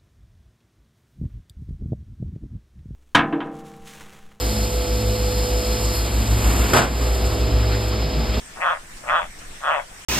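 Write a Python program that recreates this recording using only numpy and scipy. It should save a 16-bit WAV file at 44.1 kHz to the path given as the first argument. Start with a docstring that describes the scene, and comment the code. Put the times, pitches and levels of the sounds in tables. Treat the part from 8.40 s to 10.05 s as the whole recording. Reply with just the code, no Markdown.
"""A tree frog on a big leaf croaks three times, close to a stereo camera in a small damp room.
Each croak is a train of laryngeal clicks, about 160 a second, that swells, then slows and fades.
The clicks ring throat and vocal sac and come back from nearby surfaces. Water hisses steadily with
a few small splashes; a low rumble drifts under it. The camera's gain dips under each croak."""
import sys
import numpy as np
from scipy import signal
from scipy.fft import rfft, irfft, next_fast_len
from scipy.io import wavfile
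from scipy.ndimage import uniform_filter1d

SR = 44100
rng = np.random.default_rng(int(sys.argv[2]) if len(sys.argv) > 2 else 0)


def generate_wav(signal):
    """Clip the signal to [-1, 1] and save it as 16-bit WAV at the path in sys.argv[1]."""
    frames = np.transpose(np.atleast_2d(signal))
    scaled = np.clip(frames, -1, 1) * 32767
    pcm = np.round(scaled).astype(np.int16)
    wavfile.write(sys.argv[1], SR, pcm)


N = 72765


def frog():
    """Three croaks in the room; the right microphone gets them later, coloured by the leaf."""
    # per croak: t/s, click rate/Hz
    rates = [
        [(0.1623, 103.5), (0.2301, 188.4), (0.2366, 133.0), (0.2533, 139.4), (0.2654, 186.3), (0.2791, 165.7),
         (0.2946, 163.5), (0.2995, 174.1), (0.314, 179.5), (0.3314, 155.6), (0.3518, 109.0), (0.383, 72.5)],
        [(0.6389, 117.7), (0.6967, 120.8), (0.7047, 225.5), (0.7189, 107.7), (0.7409, 157.0), (0.7498, 147.0),
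         (0.7554, 167.1), (0.7592, 182.3), (0.768, 166.3), (0.7947, 168.3), (0.8071, 87.0), (0.866, 81.0)],
        [(1.206, 93.4), (1.2483, 179.2), (1.2543, 124.6), (1.2726, 131.1), (1.2826, 185.3), (1.3113, 130.3),
         (1.3191, 163.0), (1.3298, 171.9), (1.3364, 160.6), (1.3684, 140.2), (1.3938, 132.3), (1.437, 77.4)],
    ]
    # per croak: t/s, throat level/dB, rasp re throat/dB, sac re throat/dB (all before trims)
    efforts = [
        [(.15, -61, -16, 3), (.168, -38.5, -31, -6), (.207, -46.5, -33, 7), (.221, -26, -17.5, -6.5),
         (.274, -15.5, -17, -11.5), (.333, -23, -13, -5.5), (.344, -37.5, -15, -2.5), (.372, -39.5, -29, -0.5),
         (.385, -68, -11, -4)],
        [(.637, -49, -18, 8), (.682, -35.5, -19, -1.5), (.698, -19.5, -16.5, -11.5), (.732, -17.5, -16.5, -7.5),
         (.765, -15.5, -13, -11.5), (.797, -21.5, -13, -2.5), (.807, -32.5, -11, -1), (.822, -28, -9, -1),
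         (.864, -49.5, -2, -1)],
        [(1.205, -52, -10, 2), (1.228, -36, -22, -13), (1.238, -28, -16, -9.5), (1.258, -24.5, -13.5, -10),
         (1.28, -18, -17, -9.5), (1.328, -20.5, -16, -3), (1.36, -28.5, -9, 1.5), (1.399, -32, -13.5, 3),
         (1.406, -51, -7, -8), (1.418, -35, -7, -14), (1.432, -52, -15, 3)],
    ]
    # span of each croak in which the larynx snaps cleanly: from/s, to/s
    firm_spans = [(.204, .352), (.686, .836), (1.228, 1.387)]
    # leaf reflection: f/Hz, gain/dB
    leaf_colour = [(480, 1.5), (660, -3.5), (800, -8), (930, -14.5), (1100, -1), (1330, 4.5), (1600, -1.5),
                   (1880, 1), (2100, 1.5), (2330, -14), (2800, -7.5), (3200, -3.5), (3420, -3.5),
                   (3800, -4.5)]
    # echoes off nearby surfaces: delay/s, gain
    walls_left = [(.00376, -0.12), (.00834, 0.16), (.00934, .11), (.01023, .14), (.02175, -.09)]
    walls_right = [(.00465, 0.21), (.00633, 0.051), (.00925, 0.14), (0.0163, -.18), (0.023, -0.18)]
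    right_lag_s = .00008
    left = sum(croak(*call) for call in zip(rates, efforts, firm_spans))
    right = filtered(through(left, ring(leaf_colour)), lambda hz: delay(hz, right_lag_s))
    return np.array([room(left, walls_left), room(right, walls_right)])


def croak(rate, effort, firm_span):
    """Laryngeal clicks ring throat, vocal sac and upper resonances; a slack larynx makes them airy."""
    # resonances: f/Hz, gain/dB
    throat = [(250, -41), (450, -28.5), (750, -23), (1000, 0), (1200, 3), (1550, 1), (1830, -3),
              (2080, -24.5), (2800, -31.5), (4500, -36.5), (8000, -83.5)]
    sac = [(250, -40), (440, -23), (560, -1), (680, 1), (930, -1), (1250, -19), (3000, -34), (8000, -78)]
    rasp = [(900, -52.5), (2050, -3), (2300, -5), (2530, -.5), (2900, -8.5), (3200, -1.5), (3420, 0),
            (3620, -11.5), (4300, -28), (8000, -57)]
    # brief bright resonances: t/s, Gaussian width/s, centre/Hz, level/dB
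    flares = [(0.225, 0.012, 2120, -24), (0.348, 0.011, 1880, -32), (0.691, 0.012, 2090, -26),
              (0.821, 0.01, 2090, -36), (1.311, 0.0095, 2476, -25), (1.341, 0.019, 2190, -27),
              (1.391, 0.0084, 2030, -33)]
    # flare spectrum: f/centre, gain/dB
    flare_shape = [(.25, -53.5), (.7, -17), (.88, 1), (1.22, 0), (1.45, -22.5), (3.5, -70)]
    throat_trim_db, sac_trim_db, rasp_trim_db = -.5, 4.5, 4
    click_lead_s, sac_lead_s, rasp_lag_s = .000838, .000419, .00018
    jitter_s, scatter_db = .00003, .35
    firm_air, rasp_air, slack_air = .015, .16, .85  # turbulent share of click energy
    sag = .029  # throat tuning fades from this share sharp to this share flat

    knots_s, rate_hz = np.transpose(rate)
    times = click_times(knots_s, rate_hz)
    jitter, level_scatter, rasp_scatter = rng.standard_normal((SR // 100, 3))[:len(times)].T
    times = times + jitter_s * jitter - click_lead_s
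    effort_s, *columns = np.transpose(effort)
    level_db, rasp_rel_db, sac_rel_db = [np.interp(times, effort_s, column) for column in columns]
    level_db += scatter_db * level_scatter
    throat_gain = amp(level_db + throat_trim_db)
    sac_gain = amp(level_db + sac_rel_db + sac_trim_db)
    rasp_gain = amp(level_db + rasp_rel_db + rasp_trim_db + scatter_db * rasp_scatter)
    from_s, to_s = firm_span
    slack = (times < from_s) | (times > to_s)
    progress = np.clip((times - from_s) / (to_s - from_s), 0, 1)
    parts = [(tuned(throat, 1 + sag), throat_gain * (1 - progress), firm_air, 0),
             (tuned(throat, 1 - sag), throat_gain * progress, firm_air, 0),
             (sac, sac_gain, firm_air, -sac_lead_s),
             (rasp, rasp_gain, rasp_air, rasp_lag_s)]
    for at_s, width_s, centre_hz, db in flares:
        if knots_s[0] < at_s < knots_s[-1]:
            swell = np.exp(-((times - at_s) / width_s) ** 2 / 2)
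            parts.append((tuned(flare_shape, centre_hz), amp(db) * swell, firm_air, 0))
    weight = np.sqrt(SR / np.interp(times, knots_s, rate_hz))  # power independent of click rate
    return sum(larynx(times + lag_s, weight * gain, np.where(slack, slack_air, air), colour)
               for colour, gain, air, lag_s in parts)


def click_times(knots_s, rate_hz):
    """One click per cycle of the larynx, in s."""
    t = np.arange(knots_s[0], knots_s[-1] + .002, 1 / SR)
    cycles = np.cumsum(np.interp(t, knots_s, rate_hz)) / SR
    return np.interp(np.arange(int(cycles[-1]) + 1), cycles, t)


def larynx(times, sizes, air_share, colour, puff_decay_s=.0033):
    """Snaps, each with a dying puff of turbulence, drive one resonance."""
    snaps = impulses(times, sizes * np.sqrt(1 - air_share))
    puff = np.exp(-np.arange(SR // 50) / (SR * puff_decay_s))
    flow = through(impulses(times, sizes * np.sqrt(air_share)), unit_energy(puff))
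    return through(snaps + flow * rng.standard_normal(N), unit_energy(ring(colour)))


def room(x, walls, tail_db=-6, t60_s=.13, gap_s=.0032):
    """Direct sound, early echoes and a short diffuse tail at one microphone."""
    t = np.arange(SR // 2) / SR
    tail = rng.standard_normal(len(t)) * amp(-60 * t / t60_s) * (t > gap_s)
    early = filtered(x, lambda hz: sum(gain * delay(hz, lag_s) for lag_s, gain in walls))
    return x + early + amp(tail_db) * through(x, unit_energy(tail))


def water(level_db=-45):
    """Steady hiss, its bands leaning left or right."""
    # f/Hz, relative density/dB
    spectrum = [(150, 0.5), (330, -1.5), (700, -0.5), (1250, -0.5), (1750, 4), (2400, -0.5), (3300, -4),
                (4600, -7.5), (5700, -2), (6500, -5.5), (7600, -1.5), (9400, -4), (10800, -16),
                (15000, -18.5)]
    # f/Hz, left over right/dB
    pan = [(350, -1), (700, 6), (1500, -0.5), (8200, 1.5), (9800, -4.5), (12000, -1.5)]
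    hiss = amp(level_db) * stereo_noise(lambda hz: along(spectrum, hz), patchy_db=2)
    return filtered(hiss, lambda hz: amp(np.outer([.5, -.5], along(pan, hz))))


def splashes(half_band_oct=.5):
    """Small splashes: noise bands that rise fast and die more slowly."""
    # start/s, rise/s, centre/Hz, level/dB
    bursts = [(.563, .01, 5200, -48.5), (.56, .014, 1000, -53), (.988, .006, 5500, -47),
              (1.0, .02, 1650, -51), (1.045, .015, 1400, -50), (1.085, .025, 1150, -52),
              (1.135, .015, 2500, -50.5)]
    t = np.arange(N) / SR
    out = np.zeros((2, N))
    for start_s, rise_s, centre_hz, db in bursts:
        age = np.maximum(t - start_s, 0) / rise_s
        band_db = lambda hz: -10 * np.log10(1 + (np.log2((hz + 1) / centre_hz) / half_band_oct) ** 4)
        out += amp(db) * age * np.exp(1 - age) * stereo_noise(band_db, patchy_db=3)
    return out


def rumble():
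    """Low drifting noise, nearly the same at both microphones."""
    # f/Hz, relative density/dB
    spectrum = [(5, -8), (13, 5), (36, -6), (60, -11), (110, -18), (260, -21), (900, -41)]
    # t/s, level/dB
    drift = [(0, -43.5), (.38, -46), (0.539, -41), (0.721, -42), (1, -40), (1.28, -45.5), (1.65, -42)]
    level_db = np.interp(np.arange(N) / SR, *np.transpose(drift))
    return amp(level_db) * stereo_noise(lambda hz: along(spectrum, hz), patchy_db=2.5)


def stereo_noise(colour_db, patchy_db):
    """Coloured noise with time-frequency patches of random gain; mid signal at rms 1."""
    # f/Hz, left-right coherence
    coherence = [(60, 1), (150, 1), (350, 0.31), (800, 0.05), (2000, 0.023), (10000, 0.019)]
    spectra = signal.stft(rng.standard_normal((2, N)), nperseg=512)[2]
    patches = uniform_filter1d(rng.standard_normal(spectra.shape[1:]), size=7, axis=0)
    patches = uniform_filter1d(patches, size=8, axis=1)
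    patches /= np.sqrt(np.mean(patches ** 2))
    pair = signal.istft(spectra * amp(patchy_db * patches), nperseg=512)[1][:, :N]
    angle = lambda hz: np.arccos(along(coherence, hz)) / 2
    mid, side = filtered(pair, lambda hz: amp(colour_db(hz)) * [np.cos(angle(hz)), np.sin(angle(hz))])
    return np.array([mid + side, mid - side]) / np.std(mid)


def amp(db):
    """dB to gain."""
    return 10 ** (np.asarray(db) / 20)


def unit_energy(x):
    """x with a sum of squares of 1."""
    return x / np.linalg.norm(x)


def along(points, hz):
    """Interpolate (f/Hz, value) points on a log axis."""
    knots_hz, values = np.transpose(points)
    return np.interp(np.log(hz + 1), np.log(knots_hz + 1), values)


def tuned(colour, factor):
    """(f/Hz, gain/dB) points scaled in frequency."""
    return np.multiply(colour, [factor, 1])


def delay(hz, lag_s):
    """Frequency response of a pure delay."""
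    return np.exp(-2j * np.pi * hz * lag_s)


def filtered(x, response):
    """x through a complex frequency response."""
    size = next_fast_len(N + SR // 2)
    return irfft(rfft(x, size) * response(np.fft.rfftfreq(size, 1 / SR)), size)[..., :N]


def ring(colour, size=4096):
    """Minimum-phase impulse response from (f/Hz, gain/dB) points."""
    cepstrum = irfft(np.log(amp(along(colour, np.fft.rfftfreq(size, 1 / SR)))))
    cepstrum[1:size // 2] *= 2
    cepstrum[size // 2 + 1:] = 0
    return irfft(np.exp(rfft(cepstrum)))


def through(x, response):
    """x convolved with an impulse response."""
    return signal.fftconvolve(x, response)[:N]


def impulses(times, sizes, half_taps=8):
    """Band-limited clicks at sub-sample times."""
    at = times[:, None] * SR
    index = np.floor(at).astype(int) + np.arange(1 - half_taps, half_taps + 1)
    shape = np.sinc(index - at) * np.cos(np.pi * (index - at) / (2 * half_taps)) ** 2
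    return np.bincount(np.clip(index, 0, N).ravel(), (shape * sizes[:, None]).ravel(), N + 1)[:N]


def scene():
    """Frog over water and rumble."""
    return frog() + water() + splashes() + rumble()


def record(dry):
    """The camera turns its gain down a little under each croak and cuts all above its band limit."""
    knee_db, cut_db_per_db, response_s, top_hz = -33, .19, .057, 15250
    pole = np.exp(-1 / (SR * response_s))
    power = signal.lfilter([1 - pole], [1, -pole], np.mean(dry ** 2, axis=0))
    over_db = np.maximum(10 * np.log10(power + 1e-12) - knee_db, 0)
    return filtered(dry * amp(-cut_db_per_db * over_db), lambda hz: hz < top_hz)


dry = scene()
out = record(dry)
generate_wav(out)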